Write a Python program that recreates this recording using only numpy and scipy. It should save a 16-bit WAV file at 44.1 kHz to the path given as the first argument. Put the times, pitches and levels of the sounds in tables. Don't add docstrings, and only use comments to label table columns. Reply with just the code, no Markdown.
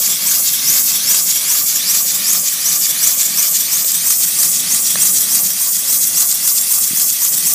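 import sys
import numpy as np
from scipy import signal
from scipy.fft import rfft, irfft, next_fast_len
from scipy.io import wavfile
from scipy.ndimage import uniform_filter1d, map_coordinates

SR = 44100
rng = np.random.default_rng(int(sys.argv[2]) if len(sys.argv) > 2 else 0)


def int16_out(signal):
    q = np.round(np.clip(np.atleast_2d(signal).T, -1, 1) * 32767)
    wavfile.write(sys.argv[1], SR, q.astype(np.int16))


def convert_level_to_amplitude(level_db):
    exponent = np.asarray(level_db, float) / 20
    return 10 ** exponent


N = 332514
T = np.arange(N) / SR

# start in seconds, then blow-down, sweep and valve puff levels in dB.
FLYWHEEL_TURNS = [(-0.017, 2.5, 1.5, 0.5), (0.41, 0, 4.5, -1.5), (0.829, 1.2, 6, 0.5),
                  (1.237, 0.5, 4.5, -0.5), (1.64, 1.7, 3, -0.5), (2.034, 0.5, 4, 0.2),
                  (2.416, -2.5, 2.7, -1), (2.788, 0, 3.5, 0.7), (3.154, -0.6, 2.5, 0),
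                  (3.504, 0.1, 1.5, -1.5), (3.846, 1.5, 2, 0.5), (4.178, -3.5, 2.5, 0.2),
                  (4.502, -1, 1.5, 0.2), (4.815, 0.7, 2, -0.5), (5.12, -0.5, 1, 0.3),
                  (5.417, -2, 0.5, -4.5), (5.705, -4, 1.5, 0.4), (5.991, -0.2, 2, 0.4),
                  (6.266, -3, -2, 0.5), (6.536, -2, 0, -1), (6.797, -2.5, -0.5, -1.5),
                  (7.055, -2.5, 0.5, -0.5), (7.304, -0.5, 1.8, -5), (7.547, -2, -6, -6)]
# frequency in Hz, level in dB.
NOZZLE_COLOUR = [(800, -35), (2000, -2.5), (3500, -0.5), (6000, 2), (8000, 4), (11000, 0.5), (13500, 1),
                 (15500, 0)]
# crank angle 0-1, lower edge of the jet in Hz,
# hump of the jet in Hz.
VALVE_PORT = [(0, 6500, 8300), (.06, 5540, 7600), (.13, 4140, 6550), (.195, 3780, 6880), (.235, 5400, 7000),
              (.75, 5340, 7300), (.82, 4100, 6600), (.89, 4400, 4900), (1, 6500, 8300)]
# time in seconds, turned away 0-1, notch in Hz, level in dB,
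# gravel echo in ms.
CAMERA_SWING = [(0, 0, 8800, -0.9, 1.76), (.7, 0, 8800, 0.3, 1.92), (2.3, 0.05, 9100, -0.55, 1.64),
                (3.3, 0.08, 9370, 0.6, 1.72), (3.9, 0.4, 10700, -0.3, 1.65), (4.35, 0.6, 11600, 1.3, 1.53),
                (4.7, 0.3, 13300, 0.2, 1.54), (5.1, 0.8, 10800, 2.1, 1.51), (5.6, 0.88, 11200, 0, 1.54),
                (6.5, .9, 11200, 1, 1.45), (7.54, .95, 11000, 0.46, 1.58)]


def unit(x):
    return x / np.sqrt(np.mean(x ** 2) + 1e-20)


def between(ends, share):
    return ends[0] + share * (ends[1] - ends[0])


def bump(x, at, width):
    return np.exp(-((x - at) / width) ** 2 / 2)


def along(points, hz):
    f, db = np.transpose(points)
    return convert_level_to_amplitude(np.interp(np.log(hz + 1), np.log(f + 1), db))


def columns(rows, at):
    key, *cols = np.transpose(rows)
    return [np.interp(at, key, c) for c in cols]


def wobble(rate):
    return map_coordinates(rng.standard_normal(int(N * rate / SR) + 4), [T * rate])


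def shaped(x, gain, size=256):
    hz, s, z = signal.stft(x, SR, nperseg=size, noverlap=size * 3 // 4)
    return signal.istft(z * gain(hz[:, None], s), SR, nperseg=size, noverlap=size * 3 // 4)[1][:N]


def filtered(x, response):
    m = next_fast_len(N + SR // 2)
    return irfft(rfft(x, m) * response(np.fft.rfftfreq(m, 1 / SR)), m)[:N]


def peak(hz, centre_hz, width_hz):
    return 1 / np.sqrt(1 + (2 * (hz - centre_hz) / width_hz) ** 2)


def crank(s):
    rows = np.array(FLYWHEEL_TURNS)
    turns = np.interp(s, rows[:, 0], np.arange(len(rows)))
    return turns % 1, rows[turns.astype(int)].T


def each_turn(angle):
    starts = np.array(FLYWHEEL_TURNS)[:, 0]
    return np.clip((starts[:-1] + angle * np.diff(starts)) * SR, 0, N - 1).astype(int)


def wet_steam(patchy_db, spit_db):
    def patches(hz, s):
        field = rng.standard_normal((len(hz), len(s)))
        field = uniform_filter1d(uniform_filter1d(field, size=4, axis=0), size=14, axis=1)
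        return convert_level_to_amplitude(patchy_db * unit(field))
    flutter = convert_level_to_amplitude(spit_db * (wobble(60) + wobble(500)))
    return unit(shaped(rng.standard_normal(N), patches) * flutter)


def admission():
    def pressure(angle):
        return np.cos(2 * np.pi * (angle - 0.95))

    def build(angle):
        around = (angle + .5) % 1 - .5
        cutoff_angle = .2
        swell = (around < cutoff_angle) * bump(around, cutoff_angle, 0.053)
        return swell - 0.39 * bump(around, 0, 0.04)

    def port(hz, s):
        angle = crank(s)[0]
        edge_hz, hump_hz = columns(VALVE_PORT, angle)
        hump_db = -1 + 4 * pressure(angle) + 4.5 * build(angle)
        treble_db = -1.6 + 3 * pressure(angle)
        skirt = convert_level_to_amplitude(-18.5) + 1 / np.sqrt(1 + (edge_hz / (hz + 1)) ** 8)
        hump = hump_db * np.exp(-np.log((hz + 1) / hump_hz) ** 2 / 0.032)
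        treble = treble_db / (1 + (10500 / (hz + 1)) ** 12)
        return along(NOZZLE_COLOUR, hz) * skirt * convert_level_to_amplitude(hump + treble)

    angle = crank(T)[0]
    boiler_db = 1.82 - 0.3734 * T
    level_db = -15 + 1.07 * pressure(angle) + 2.5 * build(angle) + boiler_db
    return convert_level_to_amplitude(level_db) * unit(shaped(wet_steam(1.0, 0.48), port))


def exhaust():
    # crank angle 0-1, level in dB.
    flow = [(.235, -21), (.27, -19), (.3, -13), (.34, -14.5), (.36, -18), (.47, -21.5), (.58, -20.5),
            (.69, -12), (.765, -19.5)]
    # rest in Hz, angle 0-1 where the climb starts,
    # climb in Hz per turn, level early in dB, level late in dB.
    glides = [(3445, 0.43, 10100, -8, 4.5), (5750, .47, 12600, -2, 1.5), (7300, 0.35, 14500, 2.5, -4.5)]
    # width in Hz, level in dB.
    bore_modes = [(420, 0), (520, 1), (850, 1), (1100, -3), (1300, -2), (1500, -10)]
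    soft_turns = 0.035
    opens, shuts = flow[0][0], flow[-1][0]

    def cylinder(hz, s):
        angle = np.clip(crank(s)[0], opens, shuts)
        stroke = (angle - opens) / (shuts - opens)
        centres = [rest + climb * soft_turns * np.logaddexp(0, (angle - at) / soft_turns)
                   for rest, at, climb, *_ in glides]
        step_hz = between((2450, 3420), stroke)
        centres += [centres[-1] + k * step_hz for k in (1, 2, 3)]
        upper_db = between((2.5, -4.5), stroke) + 0.9 * np.clip(columns(flow, angle)[0] + 15, -8, 0)
        strengths = [between(row[3:], stroke) for row in glides] + 3 * [upper_db]

        def unsteady():
            return np.interp(s, T, wobble(14))
        centres = [c * (1 + 0.02 * unsteady()) for c in centres]
        strengths = [more + 1.54 * unsteady() for more in strengths]
        power = sum((convert_level_to_amplitude(db + more) * peak(hz, c, w) ** 1.27) ** 2
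                    for c, more, (w, db) in zip(centres, strengths, bore_modes))
        gain = np.sqrt(power + convert_level_to_amplitude(-38.5) * along(NOZZLE_COLOUR, hz))
        return gain / np.sqrt(np.mean(gain ** 2, axis=0))

    angle, turn = crank(T)
    late = np.clip((angle - .35) / 0.42, 0, 1)
    turn_db = between(turn[1:3], late)
    open_port = (angle > opens) & (angle < shuts)
    level = open_port * convert_level_to_amplitude(columns(flow, angle)[0] + turn_db)
    return level * unit(shaped(wet_steam(1.0, 0.61), cylinder))


def puffs():
    # crank angle 0-1, level in dB, width in turns.
    valve_edges = [
        (.785, -10, 0.014),
        (0.84, -15, 0.02),
        (.222, -13, 0.007),
    ]
    # frequency in Hz, level in dB.
    puff_colour = [(500, -41), (1500, -12), (3000, -10.5), (5000, -5), (7500, 4.5), (9300, -0.5),
                   (11000, 0), (15500, -8)]
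    angle, turn = crank(T)
    gate = sum(convert_level_to_amplitude(db) * bump(angle, at, width) for at, db, width in valve_edges)
    burst = unit(filtered(wet_steam(3.2, 0.51), lambda hz: along(puff_colour, hz)))
    return gate * convert_level_to_amplitude(2.2 * turn[3]) * burst


def rush():
    # frequency in Hz, level in dB.
    pipe_colour = [(500, -36), (1000, -17), (1600, -2.5), (2300, 0), (2850, -1.5), (3350, 1), (4300, -7),
                   (7000, -13.5)]
    angle = crank(T)[0]
    depth = between((1.15, 0.76), T / T[-1])
    opening_khz = (6500 - columns(VALVE_PORT, angle)[0]) / 1000
    surge_db = 6 * bump(angle, 0.566, 0.13)
    level_db = -38 + 9 * (1 - depth) + depth * 3 * opening_khz + surge_db
    return convert_level_to_amplitude(level_db) * unit(filtered(wet_steam(1.4, 0.52), lambda hz: along(pipe_colour, hz)))


def frame():
    # frequency in Hz, width in Hz, level in dB.
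    wood_modes = [(536, 36, 0), (708, 71, -0.5), (1160, 133, 3.5), (1700, 380, -10.5)]
    # crank angle 0-1, peak level in dB, ring in Hz.
    knocks = [
        (.045, -35, 543),
        (.215, -42, 1490),
        (0.301, -34, 1700),
        (.66, -32, 990),
        (.7, -33.5, 1700),
        (0.779, -33.5, 1195),
        (.93, -34, 1160),
    ]

    def wood(f):
        return sum((-1) ** k * convert_level_to_amplitude(db) * 1j * f * w / (c * c - f * f + 1j * f * w)
                   for k, (c, w, db) in enumerate(wood_modes))

    load_db = 6 * bump(crank(T)[0], 0.902, 0.16)
    rub_db = -44.5 + load_db + 1.9 * wobble(25)
    out = convert_level_to_amplitude(rub_db) * unit(filtered(rng.standard_normal(N), wood))
    t = T[:2000]
    for angle, db, hz in knocks:
        at = each_turn(angle)
        blows = np.zeros(N)
        blows[at] = convert_level_to_amplitude(db + 3.8 * np.tanh(rng.standard_normal(len(at)))) * (at > 0)
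        ring = np.sin(2 * np.pi * hz * t) * convert_level_to_amplitude(-60 * t / 0.059)
        out = out + signal.fftconvolve(blows, ring)[:N]
    return out


def fire():
    # frequency in Hz, level in dB per Hz.
    roar_colour = [(20, -58), (54, -24.5), (168, 3), (306, -7), (395, -14), (560, -13), (900, -14),
                   (1300, -60)]
    # time in seconds, change in dB, half length in seconds.
    draughts = [(.67, 3.5, 0.078), (2.334, 2.5, 0.029), (2.536, -3, 0.038), (4.703, 4, 0.1),
                (4.96, 3, 0.031), (5.203, 4.5, 0.23), (5.652, -3.5, .1), (6.148, 3, 0.022),
                (6.55, -2.5, 0.19), (6.94, 2.5, 0.065), (7.202, -2.5, 0.082)]
    # time in seconds, peak level in dB, frequency in Hz.
    gulps = [
        (2.647, -33, 159),
        (4.721, -37, 159),
        (5.223, -37, 215),
        (6.907, -21, 187),
        (6.93, -21, 213),
        (7.346, -35, 134.6),
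    ]
    # time in seconds, peak level in dB, ring in Hz, crack level in dB.
    pops = [
        (3.449, -25, 2340, -1),
        (3.844, -22, 553, 5),
        (4.129, -30, 2360, 0),
        (4.954, -13.5, 1820, -1),
    ]
    draught_db = sum(db * bump(T, s, half) for s, db, half in draughts) + 0.8 * wobble(6)
    lumps = convert_level_to_amplitude(1.15 * wobble(22))
    flames = filtered(rng.standard_normal(N), lambda hz: along(roar_colour, hz))
    out = convert_level_to_amplitude(-40.5 + draught_db) * unit(lumps * flames)
    t = T[:2000]
    for s, db, hz in gulps:
        gulp = np.exp(-((t - .004) / 0.0023) ** 2) * np.cos(2 * np.pi * hz * (t - .004))
        out[round(s * SR):][:len(t)] += convert_level_to_amplitude(db + 0.5) * gulp
    for s, db, hz, crack_db in pops:
        ring = np.sin(2 * np.pi * hz * t) + 0.19 * np.cos(2 * np.pi * 1150 * t)
        crack = convert_level_to_amplitude(crack_db) * (np.sin(2 * np.pi * 4200 * t) + 1.1 * np.sin(2 * np.pi * 5800 * t))
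        decay = convert_level_to_amplitude(-60 * t / .0045)
        snap = convert_level_to_amplitude(db + 2.0) * decay * (ring + crack)
        snap = snap - uniform_filter1d(snap, size=90)
        out[round((s + .0021) * SR):][:len(t)] += snap
        out[round((s + .0038) * SR):][:len(t)] += 1.25 * snap
    return out


def ground(x):
    def path(hz, s):
        away, notch_hz, level_db, gravel_ms = columns(CAMERA_SWING, s)
        notch_db = between((-6.5, -2), away)
        low_db = between((0.14, -5), away)
        high_db = between((0.7, 3.5), away)
        log_share = between((0.16, 0.021), away)
        gravel_echo = 0.27 * np.exp(-2j * np.pi * hz * gravel_ms / 1000)
        log_echo = log_share * np.exp(-2j * np.pi * hz * 0.86 / 1000)
        rough = 1 / (1 + (hz / 6000) ** 4)
        shade_db = notch_db * peak(hz, notch_hz, 1580) ** 2 + low_db / (1 + (hz / 4300) ** 6)
        shade_db = shade_db + high_db / (1 + (notch_hz / (hz + 1)) ** 8)
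        return convert_level_to_amplitude(level_db + shade_db) * np.abs(1 + rough * (gravel_echo + log_echo))
    return shaped(x, path, size=512)


def scatter(x):
    def paths(hz, s):
        field = rng.standard_normal((2, len(hz), len(s)))
        real, imag = unit(uniform_filter1d(uniform_filter1d(field, size=3, axis=1), size=28, axis=2))
        share = 0.29 * np.clip(hz / 9000, .25, 1.25)
        return np.abs(1 + share * (real + 1j * imag)) / np.sqrt(1 + 2 * share ** 2)
    return shaped(x, paths, size=1024)


def scene():
    steam = scatter(ground(admission() + exhaust() + puffs() + rush()))
    rattle = convert_level_to_amplitude(-2.2 * columns(CAMERA_SWING, T)[0]) * frame()
    mono = steam + rattle + fire()
    return np.array([mono, mono])


def low_pass(x):
    return signal.sosfilt(signal.butter(12, 16600, fs=SR, output="sos"), x)


def record(dry):
    top_hz, bass_hz = 15310, 70
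    clipped = dry[0] / (1 + np.abs(dry[0] / .96) ** 8) ** (1 / 8)
    kept = filtered(clipped, lambda hz: (hz < top_hz) * (1j * hz / (bass_hz + 1j * hz)) ** 3)
    return low_pass(np.array([kept, kept]))


dry = scene()
out = record(dry)
int16_out(out)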